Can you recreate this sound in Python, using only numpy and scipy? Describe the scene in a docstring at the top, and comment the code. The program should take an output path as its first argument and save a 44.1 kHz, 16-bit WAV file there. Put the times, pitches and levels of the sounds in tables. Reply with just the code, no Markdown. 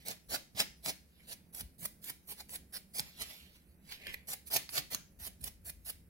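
"""Brushing dust off a nail

A gloved hand sweeps filing dust off a long nail with a small plastic brush, close to a microphone
with two openings (ports). In each stroke the bristle tips hiss on, bite harder as they bend, and
flick off the nail's edge. Midway the brush is turned round in the glove, which slides and crinkles.
The hands knock softly on the desk. A small room answers every swish; its rumble swells at the end."""
import sys
import numpy as np
from scipy import signal
from scipy.fft import rfft, irfft, next_fast_len
from scipy.io import wavfile

SR = 44100
rng = np.random.default_rng(int(sys.argv[2]) if len(sys.argv) > 2 else 0)


def log_audio(samples):
    """Write samples as a 16-bit WAV file to the path given in sys.argv[1]."""
    # one column per channel
    frames = np.atleast_2d(samples).T
    # limit to full scale, then quantise
    limited = np.clip(frames, -1, 1)
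    pcm = np.round(limited * 32767).astype(np.int16)
    wavfile.write(sys.argv[1], SR, pcm)


N = 268555
TIME = np.arange(N) / SR


def undb(db):
    """Turn decibels into a gain to multiply by."""
    return 10 ** (np.asarray(db) / 20)


def at_hz(points, hz):
    """Read between (freq_hz, value) points, with every octave equally wide."""
    freqs, values = np.transpose(points)
    return np.interp(np.log(np.maximum(hz, 1)), np.log(freqs), values)


def shape(x, points):
    """Turn lows and highs up or down along a (freq_hz, gain_db) curve."""
    size = next_fast_len(2 * x.shape[-1])
    gain = undb(at_hz(points, np.arange(size // 2 + 1) * SR / size))
    return irfft(rfft(x, size) * gain, size)[..., :x.shape[-1]]


def colour(x, points):
    """Like shape, but white noise keeps its power."""
    gain = undb(at_hz(points, np.linspace(0, SR / 2, 2048)))
    return shape(x, points) / np.sqrt(np.mean(gain ** 2))


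def wander(turns_per_s):
    """A random drift around zero, roughly between -1 and 1."""
    return np.interp(TIME * turns_per_s, np.arange(N), rng.standard_normal(N))


def bump(peak_s, width_s):
    """A bell-shaped swell that is down to about a third at width_s from its peak."""
    return np.exp(-np.minimum(((TIME - peak_s) / width_s) ** 2, 50))


def surge(peak_s, rise_s, fall_s):
    """A gain that grows to a sharp peak of 1 and dies away again."""
    return np.exp(-np.minimum(np.maximum((peak_s - TIME) / rise_s, (TIME - peak_s) / fall_s), 50))


def slips(per_s, spread_db, flutter_db, flutter_hz):
    """Rubbing surfaces stick and slip, making bunches of tiny uneven clicks; average power is 1."""
    clicks = (rng.random(N) < per_s / SR) * np.sign(rng.standard_normal(N))
    size_db = spread_db * np.clip(rng.standard_normal(N), -2, 2)
    bunch_db = flutter_db * np.clip(wander(flutter_hz), -2, 2)
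    clicks *= undb(size_db + bunch_db)
    return clicks / np.std(clicks)


# tone of the room's rumble: freq_hz, gain_db
RUMBLE_TONE = [(20, -7), (40, -7), (65, 9), (110, -9), (175, 3), (300, -9.5), (600, -20.5), (1100, -34),
               (2500, -32), (7000, -79), (11000, -30), (16000, -38.5)]


def rumble(level_db=-65, waver_db=2):
    """A low indoor rumble that wavers, alike at both ports, under a faint hiss."""
    common = rng.standard_normal(N) * undb(waver_db * wander(9.5))
    apart = shape(rng.standard_normal((2, N)), [(60, -11), (250, -5.5), (1500, 9), (8000, 4)])
    together = shape(common, [(300, 0.5), (1500, 1.5), (5000, -11)]) * undb([[-1.2], [1.2]])
    return undb(level_db) * colour(together + apart, RUMBLE_TONE)


# tone of the room's echo: freq_hz, gain_db
ECHO_TONE = [(150, 8), (700, -6.5), (1200, -4.5), (2200, 0.5), (4500, -4), (8000, -2), (11000, -2),
             (16000, 1)]
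# time the echo takes to fade by 60 dB: freq_hz, fade_s
ECHO_FADE = [(300, 0.29), (2500, 0.32), (6000, 0.36), (14000, 0.24)]


def room_echo(x, gain_db=-8.5, first_echo_s=.0025):
    """The walls return a short wash of sound, different at each port; the very top fades first."""
    t = np.arange(SR // 2) / SR
    hz, frame_s, spectrum = signal.stft(rng.standard_normal((2, len(t))), SR)
    fade = np.exp(-np.log(1000) * frame_s / at_hz(ECHO_FADE, hz)[:, None])
    tail = signal.istft(spectrum * fade, SR)[1][:, :len(t)]
    tail *= np.clip(t / first_echo_s - 1, 0, 1)
    tail = shape(tail / np.linalg.norm(tail, axis=1, keepdims=True), ECHO_TONE)
    return undb(gain_db) * signal.fftconvolve(x[None], tail, axes=1)[:, :N]


# how much louder the left port hears the nail than the right: freq_hz, balance_db
LEFT_OVER_RIGHT = [(60, 6), (150, -14.5), (400, 5), (1100, -10.5), (1700, -4), (3000, -3.5), (6000, -3),
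                   (7800, 14.5), (9000, -7), (10300, -11.5), (12000, -4), (14500, -2), (16000, 18)]


def ports(x):
    """Each microphone port has its own tone: what one gains, the other loses."""
    left = [(hz, -10 * np.log10((1 + undb(-db) ** 2) / 2)) for hz, db in LEFT_OVER_RIGHT]
    right = [(hz, -10 * np.log10((1 + undb(db) ** 2) / 2)) for hz, db in LEFT_OVER_RIGHT]
    return np.array([shape(x[0], left), shape(x[1], right)])


def hand_scatter(x, scatter_s=0.0022, scatter_db=-1, left_delay_s=.000165):
    """Sound reaches the right port first; moving hands and brush bounce its highs along changing paths."""
    hop, taps, lead = 2048, 512, 16  # in samples
    t = (np.arange(taps) - lead) / SR
    direct_path = np.sinc(SR * (t - np.array([[left_delay_s], [0]])))
    fade = np.hanning(2 * hop)
    padded = np.pad(x, (hop, 2 * hop))
    out = np.zeros((2, len(padded) + taps))
    for i in range(0, N + hop, hop):
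        paths = rng.standard_normal((2, taps)) * np.exp(-np.abs(t) / scatter_s) * (t > 0)
        paths /= np.linalg.norm(paths, axis=1, keepdims=True)
        # low sounds bend round the hands, so they scatter less
        paths = shape(paths, [(300, -0.5), (1500, 1.5), (4000, 2), (12000, 7.5)])
        piece = padded[None, i:i + 2 * hop]
        direct = signal.fftconvolve(piece * fade, direct_path, axes=1)
        # the square root keeps the power even as unrelated paths blend
        scattered = signal.fftconvolve(piece * np.sqrt(fade), paths, axes=1)
        out[:, i:i + 2 * hop + taps - 1] += direct + undb(scatter_db) * scattered
    return out[:, hop + lead:hop + lead + N] / np.sqrt(1 + undb(scatter_db) ** 2)


# hands knock on the desk; the long last row is the room's rumble swelling towards the end:
# peak_s, level_db, width_s, pitch_hz
LOW_SWELLS = [(0.31, -56, .025, 61), (0.56, -52, 0.011, 152), (1.628, -53, 0.014, 193),
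              (1.636, -51, 0.035, 65), (1.831, -53.5, 0.031, 155), (3.218, -53, 0.0089, 64.7),
              (5.215, -54, 0.027, 65.4), (5.432, -50.5, 0.017, 60.5), (5.444, -56.5, 0.034, 166),
              (5.916, -59.5, 0.66, 65.6)]


def knocks_and_rumble_swell(band_ratio=1.36):
    """Swells of low shaking, too damped to ring: short ones are padded knocks, the long one a rumble."""
    out = np.zeros(N)
    for peak_s, level_db, width_s, pitch_hz in LOW_SWELLS:
        band = signal.butter(2, [pitch_hz / band_ratio, pitch_hz * band_ratio], "band", fs=SR, output="sos")
        shake = signal.sosfilt(band, rng.standard_normal(N))
        swell = bump(peak_s, width_s)
        shake_power = np.sum(swell * shake ** 2) / swell.sum()
        out += undb(level_db) * shake * np.sqrt(swell / shake_power)
    return out


# the glove tightens round the handle: peak_s, level_db, fall_s
GRIPS = [(1.206, -63.5, .015), (3.925, -47, 0.0029), (4.095, -46.5, 0.042)]
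# folds of the glove pop over: peak_s, level_db, width_s
FOLD_POPS = [(4.021, -56, 0.0014), (4.069, -36, 0.00077), (4.142, -33, 0.0018)]
# tone of squeezed rubber: freq_hz, gain_db
SQUEEZE_TONE = [(200, -3), (700, -7.5), (1300, -20.5), (1900, 1.5), (2700, -0.5), (3700, -7.5),
                (7000, -20.5), (11000, -17.5), (16000, -22)]


def glove_squeeze(rise_ratio=1.47):
    """The fingers tighten on the handle: the rubber crinkles and its folds pop."""
    strain = sum(undb(db) * surge(peak_s, rise_ratio * fall_s, fall_s) for peak_s, db, fall_s in GRIPS)
    pops = sum(undb(db) * np.sqrt(bump(peak_s, width_s)) for peak_s, db, width_s in FOLD_POPS)
    crinkle = slips(per_s=7000, spread_db=3.5, flutter_db=1.8, flutter_hz=200)
    return colour((strain + pops) * crinkle, SQUEEZE_TONE)


# first the faint fading tail of an earlier brush stroke, then the handle slipping through the glove:
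# peak_s, level_db, fall_s
SOFT_RUBS = [(.015, -64, 0.087), (1.25, -67.5, 0.097), (3.08, -56.5, 0.033), (3.216, -38.5, 0.016),
             (3.304, -52.5, 0.11), (3.558, -63, 0.024), (3.922, -44.5, 0.024)]
# tone of these rubs: freq_hz, gain_db
RUB_TONE = [(200, -10.5), (600, -3), (1200, -10), (2000, 0), (4200, 1.5), (6500, -8), (8500, -10.5),
            (11000, -6), (16000, -13)]


def soft_rubbing(rise_ratio=0.94, rest_db=-74.5, swing_db=-64.5, lead_s=0.0082):
    """A stroke's tail fades; thin rubber slides on the handle and rustles, more so with each stroke."""
    rub_power = sum((undb(db) * surge(peak_s, rise_ratio * fall_s, fall_s)) ** 2
                    for peak_s, db, fall_s in SOFT_RUBS)
    swings = sum(bump(flick_s - lead_s, width_s=0.043) for flick_s, *_ in BRUSH_STROKES)
    movement = np.sqrt(undb(rest_db) ** 2 + undb(swing_db) ** 2 * swings)
    rub = np.sqrt(rub_power) * slips(per_s=12000, spread_db=3.5, flutter_db=1.3, flutter_hz=150)
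    rustle = movement * slips(per_s=6000, spread_db=3.5, flutter_db=1.8, flutter_hz=40)
    return (undb(0.5) * colour(rub, RUB_TONE)
            + undb(-5) * colour(rustle, HISS_TONE)
            + undb(-15) * colour(rustle, SCRAPE_TONE))


# mostly single bristles snapping free; at 3.0027 s a quick bright echo of the click just before,
# and at 3.221 s a bright tick as the glove slips on the handle (levels before the boosts below):
# start_s, level_db, extra_treble_db
SHARP_CLICKS = [(0.0836, -44.5, 8.5), (0.603, -25.5, -20), (0.8609, -33, -24), (2.494, -49.5, -16),
                (2.9955, -28, -11), (3.0027, -51, 14.5), (3.221, -47, 10), (4.692, -42, -24),
                (4.947, -34, 3)]
# tone of a snapping bristle: freq_hz, gain_db
SNAP_TONE = [(50, -31), (150, 9.5), (400, -12), (800, 4), (1500, 2.5), (2500, 4), (4500, 3.5), (7000, -1.5),
             (10000, -18), (16000, -47)]


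def sharp_clicks(crack_boost_db=19, treble_boost_db=18, rattle_s=.0009, rattle_db=-2):
    """Each click is one sharp spike followed by about a millisecond of rattle."""
    t = np.arange(256) / SR
    cracks, treble = np.zeros((2, N))
    for start_s, level_db, extra_treble_db in SHARP_CLICKS:
        rattle = rng.standard_normal(len(t)) * np.exp(-t / rattle_s)
        crack = undb(level_db) * ((t == 0) + undb(rattle_db) * rattle / np.linalg.norm(rattle))
        i = int(start_s * SR)
        cracks[i:i + len(t)] += crack
        treble[i:i + len(t)] += crack * undb(extra_treble_db)
    return (undb(crack_boost_db) * colour(cracks, SNAP_TONE)
            + undb(treble_boost_db) * colour(treble, HISS_TONE))


def stroke_power(flick_s, drag_s, level_db, swell_db, bite_db, flick_db):
    """The rubbing power of one stroke, which swells until the bristles flick off the edge."""
    start_s = flick_s - drag_s
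    lift_s = flick_s + 0.01 * 2 ** (bite_db / 8.5)  # a harder bite stays longer on the nail
    times, levels_db = zip((start_s, -swell_db - 10.5),  # the tips touch
                           (start_s + 0.015, -swell_db),  # the drag begins
                           (flick_s, 0),
                           (lift_s, -9),  # the pressure has eased
                           (lift_s + 0.02, -35))  # the brush is off
    pressure = undb(np.interp(TIME, times, levels_db, left=-np.inf, right=-np.inf))
    flick = undb(flick_db) ** 2 * bump(flick_s, width_s=0.0029)
    return undb(level_db) ** 2 * (pressure ** 2 + flick)


# sweeps of the brush: flick_s, drag_s, level_db, swell_db, bite_db, flick_db
# bite favours scrape over hiss: low for a glancing stroke, high for one square on the nail
BRUSH_STROKES = [(.113, 0.063, -49.5, -0.5, 7.5, -1), (0.347, .062, -39, 12, 7, -11),
                 (0.602, 0.053, -38.5, 17.5, 9.5, -1.5), (0.892, 0.067, -39, 20, 5.5, -15.5),
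                 (1.33, 0.06, -47, 4.5, 0, -10), (1.609, 0.083, -44.5, 7.5, -2.5, 2),
                 (1.856, 0.075, -42, 13, -5.5, 9.5), (2.1, 0.085, -41.5, 15.5, -2, 4.5),
                 (2.324, .052, -43.5, 5, -1, -14), (2.407, 0.046, -49.5, 10, 1, -4),
                 (2.558, .073, -42.5, 10.5, -2.5, -4), (2.77, 0.046, -44.5, 2, 0, -3.5),
                 (2.988, .052, -41.5, 3.5, 0, 2.5), (4.335, 0.064, -41, 2, -.5, 4),
                 (4.566, 0.065, -34, 6, 3, 8), (4.782, 0.063, -39, 7.5, 6.5, -5),
                 (4.938, 0.036, -44, 1, 4.5, -19), (5.274, 0.085, -43.5, 6, -2, -1.5),
                 (5.478, 0.055, -46, 3.5, -1, 1), (5.699, 0.053, -46.5, 1.5, -4.5, 5),
                 (5.902, .056, -41, 7.5, -3, -19)]
# tufts spread as they touch nail or glove: peak_s, level_db, width_s
TUFT_LANDINGS = [(0.862, -38.5, 0.012), (1.549, -38.5, 0.0015), (2.044, -41, 0.0029), (4.14, -50.5, 0.0059),
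                 (4.294, -63, 0.0019), (4.478, -47, 0.0097), (4.541, -30, .005), (4.707, -50, 0.011),
                 (4.753, -46, 0.0026), (5.415, -53.5, .005), (5.442, -34.5, 0.0021)]
# tones of the hissing tips, the scraping bristles and the hollow nail and handle: freq_hz, gain_db
HISS_TONE = [(1500, -60), (4000, -19), (8000, -4.5), (10500, 2.5), (12500, -2), (16000, -3.5)]
SCRAPE_TONE = [(900, -23.5), (1300, -7.5), (2000, 1.5), (2600, -3), (3300, -1), (4400, 3.5), (6500, -4.5),
               (8000, -7.5), (11000, -7), (16000, -9)]
BODY_TONE = [(25, -24.5), (60, -14), (170, -1.5), (330, 0.5), (520, 3.5), (700, 7), (1050, -6.5),
             (1800, -10), (4000, -19.5)]


def brush(unbent_db=-5, landing_scrape_db=-8, body_db=-11.5, body_per_bite=1.2048):
    """Tips hiss from first touch; as the bristles bend they scrape harder and shake nail and handle."""
    hiss_power, scrape_power, body_power = np.zeros((3, N))
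    for flick_s, drag_s, level_db, swell_db, bite_db, flick_db in BRUSH_STROKES:
        power = stroke_power(flick_s, drag_s, level_db, swell_db, bite_db, flick_db)
        bend_db = np.interp(TIME, [flick_s - drag_s, flick_s], [unbent_db, 0])
        hiss_power += power
        scrape_power += power * undb(bend_db + bite_db) ** 2
        body_power += power * undb(bend_db + body_db + body_per_bite * bite_db) ** 2
    for peak_s, level_db, width_s in TUFT_LANDINGS:
        hiss_power += undb(level_db) ** 2 * bump(peak_s, width_s)
        scrape_power += undb(level_db + landing_scrape_db) ** 2 * bump(peak_s, width_s)
    # hundreds of bristles slip at once; whole tufts catch and let go on the nail's carved pattern
    catch = undb(.7 * wander(220))
    fine = catch * slips(per_s=30000, spread_db=3, flutter_db=.8, flutter_hz=700)
    coarse = catch * slips(per_s=16000, spread_db=3.5, flutter_db=.8, flutter_hz=500)
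    shaking = catch * slips(per_s=5000, spread_db=3, flutter_db=1.5, flutter_hz=200)
    stray_ticks = slips(per_s=300, spread_db=3, flutter_db=.8, flutter_hz=200)
    return (undb(-2.5) * colour(fine * np.sqrt(hiss_power), HISS_TONE)
            + undb(-10) * colour(stray_ticks * np.sqrt(scrape_power), SNAP_TONE)
            + undb(-2.52) * colour(coarse * np.sqrt(scrape_power), SCRAPE_TONE)
            + undb(2.4) * colour(shaking * np.sqrt(body_power), BODY_TONE))


def scene():
    """Brush and gloves work close to the microphone, over the desk, in the room's rumble."""
    brushing = brush() + sharp_clicks() + soft_rubbing()
    squeeze = glove_squeeze()
    close = ports(hand_scatter(brushing + squeeze) + knocks_and_rumble_swell())
    echo = room_echo(brushing + undb(-3.5) * squeeze)  # the closed hand shields the squeeze
    return close + echo + rumble()


def record(dry, top_hz=15900):
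    """A steep filter cuts off the very highest sounds."""
    return signal.sosfilt(signal.ellip(10, .2, 70, top_hz, fs=SR, output="sos"), dry)


dry = scene()
out = record(dry)
log_audio(out)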